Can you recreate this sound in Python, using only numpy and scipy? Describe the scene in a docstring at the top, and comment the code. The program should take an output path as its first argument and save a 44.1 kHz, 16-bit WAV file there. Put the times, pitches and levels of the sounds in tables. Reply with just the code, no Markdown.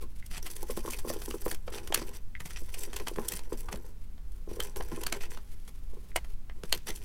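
"""A snap-off blade pushed through a hand-held ball of dry pressed soap, close to the microphone.
The edge crumbles the soap in a stream of tiny fractures; flakes crack off, the blade pings, and when
it sticks and slips the ball knocks dully. The hands take the jolts with soft thumps and rustle on
the powder between strokes. The place is a small room with a low rumble and a faint hiss; the stone
top under the hands and the walls answer briefly."""
import sys
import numpy as np
from scipy import signal
from scipy.fft import rfft, irfft
from scipy.io import wavfile

SR = 44100
rng = np.random.default_rng(int(sys.argv[2]) if len(sys.argv) > 2 else 0)


def unload_audio(sound):
    """Save the sound as a 16-bit wav file, at the path given as the first command line argument."""
    columns = np.transpose(np.atleast_2d(sound))
    # keep every value between -1 and 1, then stretch to whole-number steps
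    steps = np.round(np.clip(columns, -1, 1) * 32767)
    wavfile.write(sys.argv[1], SR, steps.astype(np.int16))


N = 310464
TIME = np.arange(N) / SR
LOW_HZ, CRUNCH_HZ, FIZZ_HZ, TOP_HZ, CUTOFF_HZ = 247, 1397, 6030, 14600, 16000   # band edges

# low resonances of the ball and the small room, ringing with each knock: pitch_hz, width_hz, gain_db
LOW_RESONANCES = [(111, 34, -11.5), (221.4, 37, -4.5), (237, 21, -3.5), (333.8, 38.4, 0.5), (432, 64, 0),
                  (536.5, 83, -4.5), (835, 32, -11), (1038, 55, -7), (1357, 150, -20), (1700, 410, -25)]


def from_db(db):
    """Decibels to gain."""
    return 10 ** (np.asarray(db) / 20)


def unit_power(x):
    """Scale to a mean square of 1."""
    return x / np.sqrt(np.mean(x ** 2) + 1e-20)


def as_blow(x):
    """Scale to the energy of 8 ms at unit power."""
    return x * np.sqrt(.008 * SR / np.sum(x ** 2))


def drift(rate_hz):
    """A smooth random wander of spread 1."""
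    pole = np.exp(-20 * np.pi * rate_hz / SR)
    slow = signal.lfilter([1], [1, -2 * pole, pole * pole], rng.standard_normal(N // 10 + 4002))[4000:]
    return np.interp(np.arange(N) / 10, np.arange(len(slow)), unit_power(slow))


def butter(x, hz, kind, order=2):
    """Causal Butterworth filter."""
    sections = signal.butter(order, np.clip(hz, 10, .45 * SR), kind, fs=SR, output="sos")
    return signal.sosfilt(sections, x + 1e-18)


def resonance(x, hz, width_hz):
    """One damped mode, gain 1 at its peak."""
    r = np.exp(-np.pi * width_hz / SR)
    feedback = [1, -2 * r * np.cos(2 * np.pi * hz / SR), r * r]
    return signal.lfilter(np.array([1, 0, -1]) * (1 - r * r) / 2, feedback, x + 1e-18)


def coloured(x, peaks):
    """A chain of peaks and dips."""
    for hz, width_hz, lift_db in peaks:
        x = x + (from_db(lift_db) - 1) * resonance(x, hz, width_hz)
    return x


def shaped(x, spectrum):
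    """Filter by a curve of (frequency_hz, gain_db) points; unit power."""
    hz, db = np.transpose(spectrum)
    curve_db = np.interp(np.log(np.fft.rfftfreq(N, 1 / SR) + 1e-9), np.log(hz), db)
    return unit_power(irfft(rfft(x) * from_db(curve_db), N))


def fractures(per_s, spread_db, size=N):
    """Clicks at random moments, their levels scattered by spread_db; unit power."""
    chance, energy = rng.uniform(-1, 1, size), rng.exponential(1, size)
    clicks, at = np.zeros(size), np.abs(chance) < per_s / SR
    clicks[at] = np.sign(chance[at]) * from_db(spread_db * np.minimum(energy[at], 4))
    return unit_power(clicks)


def gesture(start_s, length_s, attack_s, release_s):
    """The power of one movement: it builds up, holds and dies away."""
    age = TIME - start_s
    return (np.clip(age / attack_s, 0, 1) * np.exp(-np.clip((age - length_s) / release_s, 0, 20))) ** 2


def room_tone(rumble_db=-33, hiss_db=-60.5):
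    """The steady background of the place: a low rumble and a faint hiss."""
    # spectra of the two noises: frequency_hz, relative_db
    rumble_spectrum = [(8, 1.5), (14, -7.5), (24, -6.5), (32, -21), (40, -16.5), (48, -13), (62, -23.5),
                       (85, -25), (120, -36.5), (200, -38), (300, -47.5), (600, -66.5)]
    hiss_spectrum = [(100, 10.5), (220, 2.5), (350, -3.5), (650, -8.5), (1000, -10), (2100, -14.5),
                     (5000, -22.5), (12000, -40), (16000, -45)]
    rumble = shaped(rng.standard_normal(N), rumble_spectrum)
    hiss = shaped(rng.standard_normal(N), hiss_spectrum)
    return from_db(rumble_db) * rumble + from_db(hiss_db) * hiss


def reflections(x, stone_s=.0122, stone_db=-10, nearby_db=-22, spread_s=.03, dull_hz=2600):
    """One clear echo from the stone top and eight weaker ones from things nearby, all dulled."""
    out = from_db(stone_db) * np.interp(TIME - stone_s, TIME, x, left=0)
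    for lag_s in rng.uniform(.1, 1, 8) * spread_s:
        lag = int(lag_s * SR)
        out[lag:] += rng.choice([-1, 1]) * from_db(nearby_db) * x[:-lag]
    return butter(out, dull_hz, "low", order=1)


def room(x, scatter_db=-17.5, scatter_t60_s=.077, walls_db=-28, walls_t60_s=.52, dull_hz=10000):
    """After the first reflections each band lingers as diffuse scatter and a faint tail from the walls."""
    out = x + reflections(x)
    age, linger = np.arange(16000) / SR, 0
    onset = np.clip(age / .003 - .5, 0, 1)
    for db, t60_s in [(scatter_db, scatter_t60_s), (walls_db, walls_t60_s)]:
        decay = (from_db(-60 * age / t60_s) * onset) ** 2
        linger += from_db(db) ** 2 * decay / decay.sum()
    edges = np.geomspace(180, CUTOFF_HZ, 8)
    for band in zip(edges, edges[1:]):
        energy = np.abs(signal.oaconvolve(butter(x, band, "band") ** 2, linger)[:N])
        noise = unit_power(butter(rng.standard_normal(N), band, "band"))
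        out += np.sqrt(energy / (1 + (band[0] / dull_hz) ** 2)) * noise
    return out


def low_ring(force, stretch=1, touch_db=np.zeros(len(LOW_RESONANCES))):
    """Low resonances of the ball and the small room; stretch scales pitches, touch_db weights them."""
    return sum((-1) ** k * from_db(db + touch_db[k]) * resonance(force, hz * stretch, width_hz)
               for k, (hz, width_hz, db) in enumerate(LOW_RESONANCES))


def hand_thumps(pitch_hz=165, width_hz=90, soft_hz=210, settle_s=.011, size=4000):
    """Flesh gives under the ball: a short, heavily damped low thud."""
    # the hands take a jolt of the blade: start_s, level_db
    jolts = [(0.306, -48.5), (0.369, -47), (1.09, -44), (2.404, -46), (2.453, -43.5), (3.329, -45.5),
             (3.733, -37.5), (4.51, -45), (4.927, -36.5), (5.058, -46.5), (6.635, -40.5), (6.76, -49),
             (6.889, -41.5)]
    out, age = np.zeros(N + size), np.arange(size) / SR
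    for start_s, db in jolts:
        force = butter(rng.standard_normal(size) * np.exp(-age / settle_s), soft_hz, "low")
        out[int(start_s * SR):][:size] += from_db(db) * as_blow(resonance(force, pitch_hz, width_hz))
    return out[:N]


def finger_rubs(uneven_db=6):
    """Fingertips drag powder over the ball: a fine, uneven rustle and a low murmur."""
    # the fingers shift between strokes: start_s, length_s, rustle_db, murmur_db
    shifts = [(0.0, 0.066, -62, -58.5), (0.151, 0.2, -61.5, -85), (4.004, 0.024, -61.5, -69),
              (4.272, 0.26, -67.5, -68), (5.395, 0.337, -63.5, -71), (5.674, 0.056, -62.5, -70),
              (5.814, 0.28, -68, -69), (6.018, 0.094, -69, -72), (6.182, 0.13, -64, -65),
              (6.55, 0.052, -63, -55)]
    # powder under the fingertips: frequency_hz, relative_db
    powder_spectrum = [(300, -1), (1200, 0), (2200, 5.5), (4000, 1), (8000, 0), (11000, 4.5), (14000, -2.5),
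                       (16000, -5.5)]
    grit = fractures(per_s=3000, spread_db=.5) * from_db(uneven_db * drift(rate_hz=25))
    rustle, murmur = shaped(grit, powder_spectrum), unit_power(low_ring(grit))
    out = np.zeros(N)
    for start_s, length_s, rustle_db, murmur_db in shifts:
        envelope = np.sqrt(gesture(start_s, length_s, attack_s=.014, release_s=.038))
        out += envelope * (from_db(rustle_db) * rustle + from_db(murmur_db) * murmur)
    return out


def blade_pings(width_hz=290, spread_hz=1200, contact_s=.0035, grit_db=-20, size=1500):
    """A brief gritty contact rings one bending mode of the blade; the soap damps it quickly."""
    # the blade is tapped or springs free, pitched by where it is held: start_s, pitch_hz, level_db
    taps = [(0.226, 1960, -51), (0.3759, 1950, -57), (0.4643, 2040, -47), (0.935, 2450, -40.5),
            (1.5142, 1780, -42), (1.9246, 3260, -37.5), (1.9428, 4400, -38), (1.9587, 1840, -37.5),
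            (2.352, 1980, -39.5), (2.404, 1970, -46), (2.4562, 2030, -49.5), (2.7416, 2500, -44.5),
            (3.686, 1100, -41.5), (4.6038, 3270, -38), (5.0648, 4520, -36), (6.117, 2000, -57),
            (6.16, 760, -29), (6.162, 2050, -31), (6.1619, 2920, -35.5), (6.4982, 1970, -51.5),
            (6.7258, 4280, -25.5), (6.727, 2980, -28.5)]
    out, age = np.zeros(N + size), np.arange(size) / SR
    for start_s, hz, db in taps:
        force = from_db(grit_db) * rng.standard_normal(size) * np.exp(-age / contact_s)
        force[0] += 1
        ping = resonance(resonance(force, hz, spread_hz), hz, width_hz)
        out[int(start_s * SR):][:size] += from_db(db) * as_blow(ping)
    return out[:N]


def blade_slips(soft_hz=1300, hardening=.74, typical_db=-35, settle_db=-29, settle_s=.0036, size=3000):
    """Each slip is one soft blow on the ball, followed by a short shudder as the edge bites again."""
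    # the blade jumps forward or knocks into the ball: start_s, level_db
    jumps = [(0.628, -38.5), (0.6974, -32), (0.7732, -31), (0.8485, -36.5), (0.8781, -34), (1.047, -35),
             (1.0723, -38.5), (1.1015, -30.5), (1.1596, -36), (1.2789, -35.5), (1.3402, -32),
             (1.4619, -27.5), (1.5201, -39.5), (1.678, -41.5), (1.9032, -37.5), (1.9732, -35.5),
             (2.0173, -36), (2.618, -46), (3.0066, -39), (3.112, -38.5), (3.1724, -38), (3.1844, -28),
             (3.5216, -30), (3.7403, -41), (4.474, -41), (4.5127, -38), (4.5675, -39.5), (4.5927, -35.5),
             (4.7996, -38), (4.9176, -39.5), (4.9747, -37.5), (5.932, -48), (5.968, -47.5), (6.16, -44),
             (6.6338, -42.5), (6.738, -41)]
    out, age = np.zeros(N + size), np.arange(size) / SR
    for start_s, db in jumps:
        force = from_db(settle_db) * fractures(1000, 2.5, size) * np.exp(-age / settle_s)
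        force[0] += 1
        contact_hz = soft_hz * from_db(hardening * (db - typical_db))   # harder blows are brighter
        stretch = 1 + .024 * rng.standard_normal()
        touch_db = 3.5 * rng.standard_normal(len(LOW_RESONANCES))
        knock = low_ring(butter(force, contact_hz, "low"), stretch, touch_db)
        out[int(start_s * SR):][:size] += from_db(db) * as_blow(knock)
    return out[:N]


def flake_cracks(rise=.66, ring_db=3.5, ring_width_hz=350, trim_db=-3, size=2600):
    """A crack runs through a flake in milliseconds: a burst of fractures ringing at its pitches."""
    # flakes break and the blade strikes the soap: start_s, length_s, relative_db, tilt_db (per band)
    breaks = [(0.262, .004, -57, 10), (0.3764, 0.0054, -44, 1.5), (0.4617, 0.0097, -41.5, 1.5),
              (0.5644, 0.0031, -48.5, 6), (0.629, 0.0015, -57.5, 17.5), (0.906, 0.0039, -46.5, 11),
              (0.92, 0.0016, -51, 6), (0.9316, 0.0081, -44.5, 1.5), (0.9885, 0.0028, -46, 3),
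              (1.218, 0.0042, -45, 0), (1.258, .002, -49, 9), (1.31, 0.0015, -43.5, -5),
              (1.5133, 0.0026, -39.5, 5), (1.5465, 0.0027, -46.5, 4), (1.6792, 0.0029, -51, -12.5),
              (1.874, 0.0028, -45.5, 1), (1.924, 0.0017, -39, -9.5), (1.9447, 0.0027, -26.5, 5.5),
              (2.403, 0.0049, -46.5, 0), (2.4566, .005, -46, 1), (2.743, 0.0047, -44, 2),
              (2.9314, 0.0029, -45.5, -2.5), (2.964, 0.0042, -39.5, 3), (3.0706, 0.0036, -39.5, -6),
              (3.082, 0.0032, -38, 0.5), (3.1595, .003, -49.5, -6), (3.2854, 0.0023, -41.5, 15.5),
              (3.336, 0.0028, -45, 6.5), (3.391, .003, -47.5, -1), (3.687, 0.0034, -51.5, -5),
              (3.726, .0026, -43.5, -4.5), (3.7578, 0.0027, -51, -0.5), (4.179, .0026, -67.5, -10),
              (4.318, 0.0053, -69, 9), (4.6024, 0.0026, -36, 1), (4.7604, 0.0016, -46.5, 0.5),
              (4.8074, 0.0027, -56.5, -22.5), (5.035, 0.0023, -40.5, 2.5), (5.0672, 0.0021, -34.5, 2.5),
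              (5.125, 0.0024, -32, -1.5), (5.373, 0.0032, -52.5, -9), (5.6784, .002, -55, 0),
              (6.161, 0.0033, -35, 5.5), (6.2455, 0.0032, -56, -3.5), (6.4967, 0.0018, -61, -12.5),
              (6.6354, 0.0012, -46.5, -4.5), (6.7255, 0.0022, -29, 1.5), (6.958, 0.0043, -52.5, 11)]
    # the blade as a flake lets it go: pitch_hz, width_hz, lift_db
    free_blade = [(1400, 67, -2.5), (3160, 380, 6.5), (3800, 720, -2.5), (4380, 200, 4.5),
                  (5370, 3100, -0.5), (10100, 6000, 4.5)]
    out, lead = np.zeros(N + size), size // 4
    age = (np.arange(size) - lead) / SR
    edges = [LOW_HZ, CRUNCH_HZ, FIZZ_HZ, TOP_HZ]
    for start_s, length_s, db, tilt_db in breaks:
        past_crest = age / length_s - .5
        envelope = np.exp(np.minimum(past_crest / rise, -past_crest))
        burst = envelope * fractures(per_s=14000, spread_db=3, size=size)
        flake = [(hz, ring_width_hz, ring_db) for hz in rng.uniform(CRUNCH_HZ, TOP_HZ, size=4)]
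        burst = coloured(burst, free_blade + flake)
        for k, band_db in enumerate([db - tilt_db, db, db + tilt_db]):
            part = as_blow(butter(burst, edges[k:k + 2], "band"))
            out[int(start_s * SR) - lead:][:size] += (-1) ** k * from_db(band_db + trim_db) * part
    return out[:N]


def crumbs(per_s=110, width_hz=700, ring_db=13, count=14):
    """Single grains pop off now and then, each with a pitch set by its size; unit power."""
    pitches = np.linspace(CRUNCH_HZ, TOP_HZ, count) * rng.uniform(.9, 1.1, count)
    return unit_power(sum(coloured(fractures(per_s / count, spread_db=2), [(hz, width_hz, ring_db)])
                          for hz in pitches))


def chips(decay_s=.0036):
    """Small flakes chip off at random, each a brief burst; unit power."""
    onsets = np.abs(fractures(per_s=14, spread_db=-1.5))
    envelope = signal.lfilter([1], [1, -np.exp(-1 / (decay_s * SR))], onsets + 1e-18)
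    return unit_power(envelope * rng.standard_normal(N))


def flake_ring(x, width_hz=330, ring_db=-7, wander_db=7, count=13):
    """Curling flakes each ring at a pitch of their own, and come and go."""
    pitches = np.linspace(CRUNCH_HZ, TOP_HZ, count) * rng.uniform(.94, 1.06, count)
    return x + sum(resonance(x, hz, width_hz) * from_db(ring_db + wander_db * np.clip(drift(19), -2, 2))
                   for hz in pitches)


def ball_shudder(force, bump_db=1, broad_db=-9):
    """The ball trembles with the fractures and bumps each time the edge gives a little; unit power."""
    force = force + from_db(bump_db) * fractures(per_s=90, spread_db=2)
    broad = unit_power(butter(force, [LOW_HZ, CRUNCH_HZ], "band"))
    return unit_power(unit_power(low_ring(force)) + from_db(broad_db) * broad)


def effort(moves, attack_s, release_s):
    """Overlapping movements add in power: how hard the ball shakes, the soap crunches and fizzes."""
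    power = np.zeros((3, N))
    for start_s, length_s, db, ball_db, fineness_db in moves:
        gains = from_db([ball_db, db - fineness_db, db + fineness_db])
        power += np.outer(gains ** 2, gesture(start_s, length_s, attack_s, release_s))
    return power


def crumbling(powder_db=-10, crumb_db=-2, chip_db=-3, judder_db=4, coarse_db=2, trim_db=-1):
    """Tiny fractures clump as the edge judders; they shake the ball and set the flakes ringing."""
    # the blade travels at a steady pressure: start_s, length_s, crumbling_db, ball_db, fineness_db
    strokes = [(0.419, 1.104, -58, -56.5, 3), (1.663, 0.45, -59.5, -53.5, 1),
               (2.408, 1.01, -61, -64.5, 1.5), (3.40, 0.44, -70.5, -56, 5.5), (4.485, 0.19, -59, -51.5, 2),
               (4.755, 0.59, -61.5, -54, 1), (6.635, 0.1, -60, -64, -2), (6.85, 0.21, -60.5, -59.5, 3)]
    # the edge bites deeper and a patch of soap gives way: same columns
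    bites = [(0.302, 0.067, -51.5, -61, -3.5), (0.492, 0.023, -46, -71, 3.5), (0.68, 0.03, -43.5, -47, 1.5),
             (0.769, 0.012, -48, -52, 2), (0.83, 0.058, -52.5, -50.5, 4), (0.913, 0.037, -44, -49, 3),
             (1.078, 0.026, -40, -50, 1), (1.122, 0.079, -53.5, -53, 2), (1.446, 0.076, -56.5, -49, 9.5),
             (1.717, 0.07, -47, -43.5, -2), (1.951, 0.066, -47, -48, -2), (2.124, 0.032, -51.5, -63, 0),
             (2.495, 0.025, -57, -78, -4.5), (2.54, 0.033, -53.5, -57, -6.5),
             (2.68, 0.0099, -49, -50, -4.5), (2.765, 0.095, -52, -54, 4), (2.87, 0.023, -60.5, -44.5, -5),
             (2.928, 0.11, -58.5, -50.5, 1), (3.09, 0.02, -59.5, -64, 4), (3.175, 0.092, -61, -46.5, 5),
             (3.288, 0.076, -47, -48.5, 2), (3.515, 0.021, -57, -60, -1), (3.566, 0.034, -54, -60, 3),
             (3.716, 0.02, -58, -51, 0), (4.612, 0.032, -49, -46.5, 2), (4.755, 0.022, -59, -40, 14),
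             (4.91, 0.13, -57, -45.5, 0), (5.118, 0.055, -53, -43.5, -2), (5.202, 0.057, -50, -52, -4),
             (5.30, 0.052, -49.5, -67, 0), (6.729, 0.03, -49, -52, 1), (6.862, 0.043, -43.5, -43, -1.5)]
    # tone colour (ringing peaks, a sheen near 6 kHz, a dip above it): pitch_hz, width_hz, lift_db
    tone_colour = [(705, 110, 17.5), (1500, 370, -2.5), (1920, 200, 6), (2560, 48, 3.5), (3100, 120, 4.5),
                   (3840, 600, -5.5), (4850, 58, -6), (5240, 160, -17), (6270, 430, 5), (6650, 810, -39),
                   (8100, 230, -5)]
    power = effort(strokes, attack_s=.0094, release_s=.055) + effort(bites, attack_s=.011, release_s=.011)
    shake_gain, crunch_gain, fizz_gain = np.sqrt(power)
    powder = fractures(per_s=4500, spread_db=1) + from_db(powder_db) * rng.standard_normal(N)
    debris = powder + from_db(crumb_db) * crumbs() + from_db(chip_db) * chips()
    force = unit_power(debris * from_db(judder_db * drift(rate_hz=40)))
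    ringing = coloured(flake_ring(force), tone_colour)
    coarseness = from_db(coarse_db * drift(rate_hz=30))   # coarse patches crunch, fine ones fizz
    shake = shake_gain * ball_shudder(force)
    crunch = crunch_gain * coarseness * unit_power(butter(ringing, [CRUNCH_HZ, FIZZ_HZ], "band"))
    fizz = fizz_gain / coarseness * unit_power(butter(ringing, [FIZZ_HZ, TOP_HZ], "band"))
    return from_db(trim_db) * (shake - crunch) + fizz


def scene():
    """The cutting at one close microphone in a small room, over the room tone."""
    background = room_tone()
    cutting = crumbling() + flake_cracks() + blade_slips() + blade_pings() + finger_rubs()
    return (room(cutting) + hand_thumps() + background)[None]


def record(dry):
    """The treble is cut steeply above CUTOFF_HZ."""
    return signal.sosfilt(signal.ellip(12, .2, 80, CUTOFF_HZ, fs=SR, output="sos"), dry)


dry = scene()
out = record(dry)
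unload_audio(out)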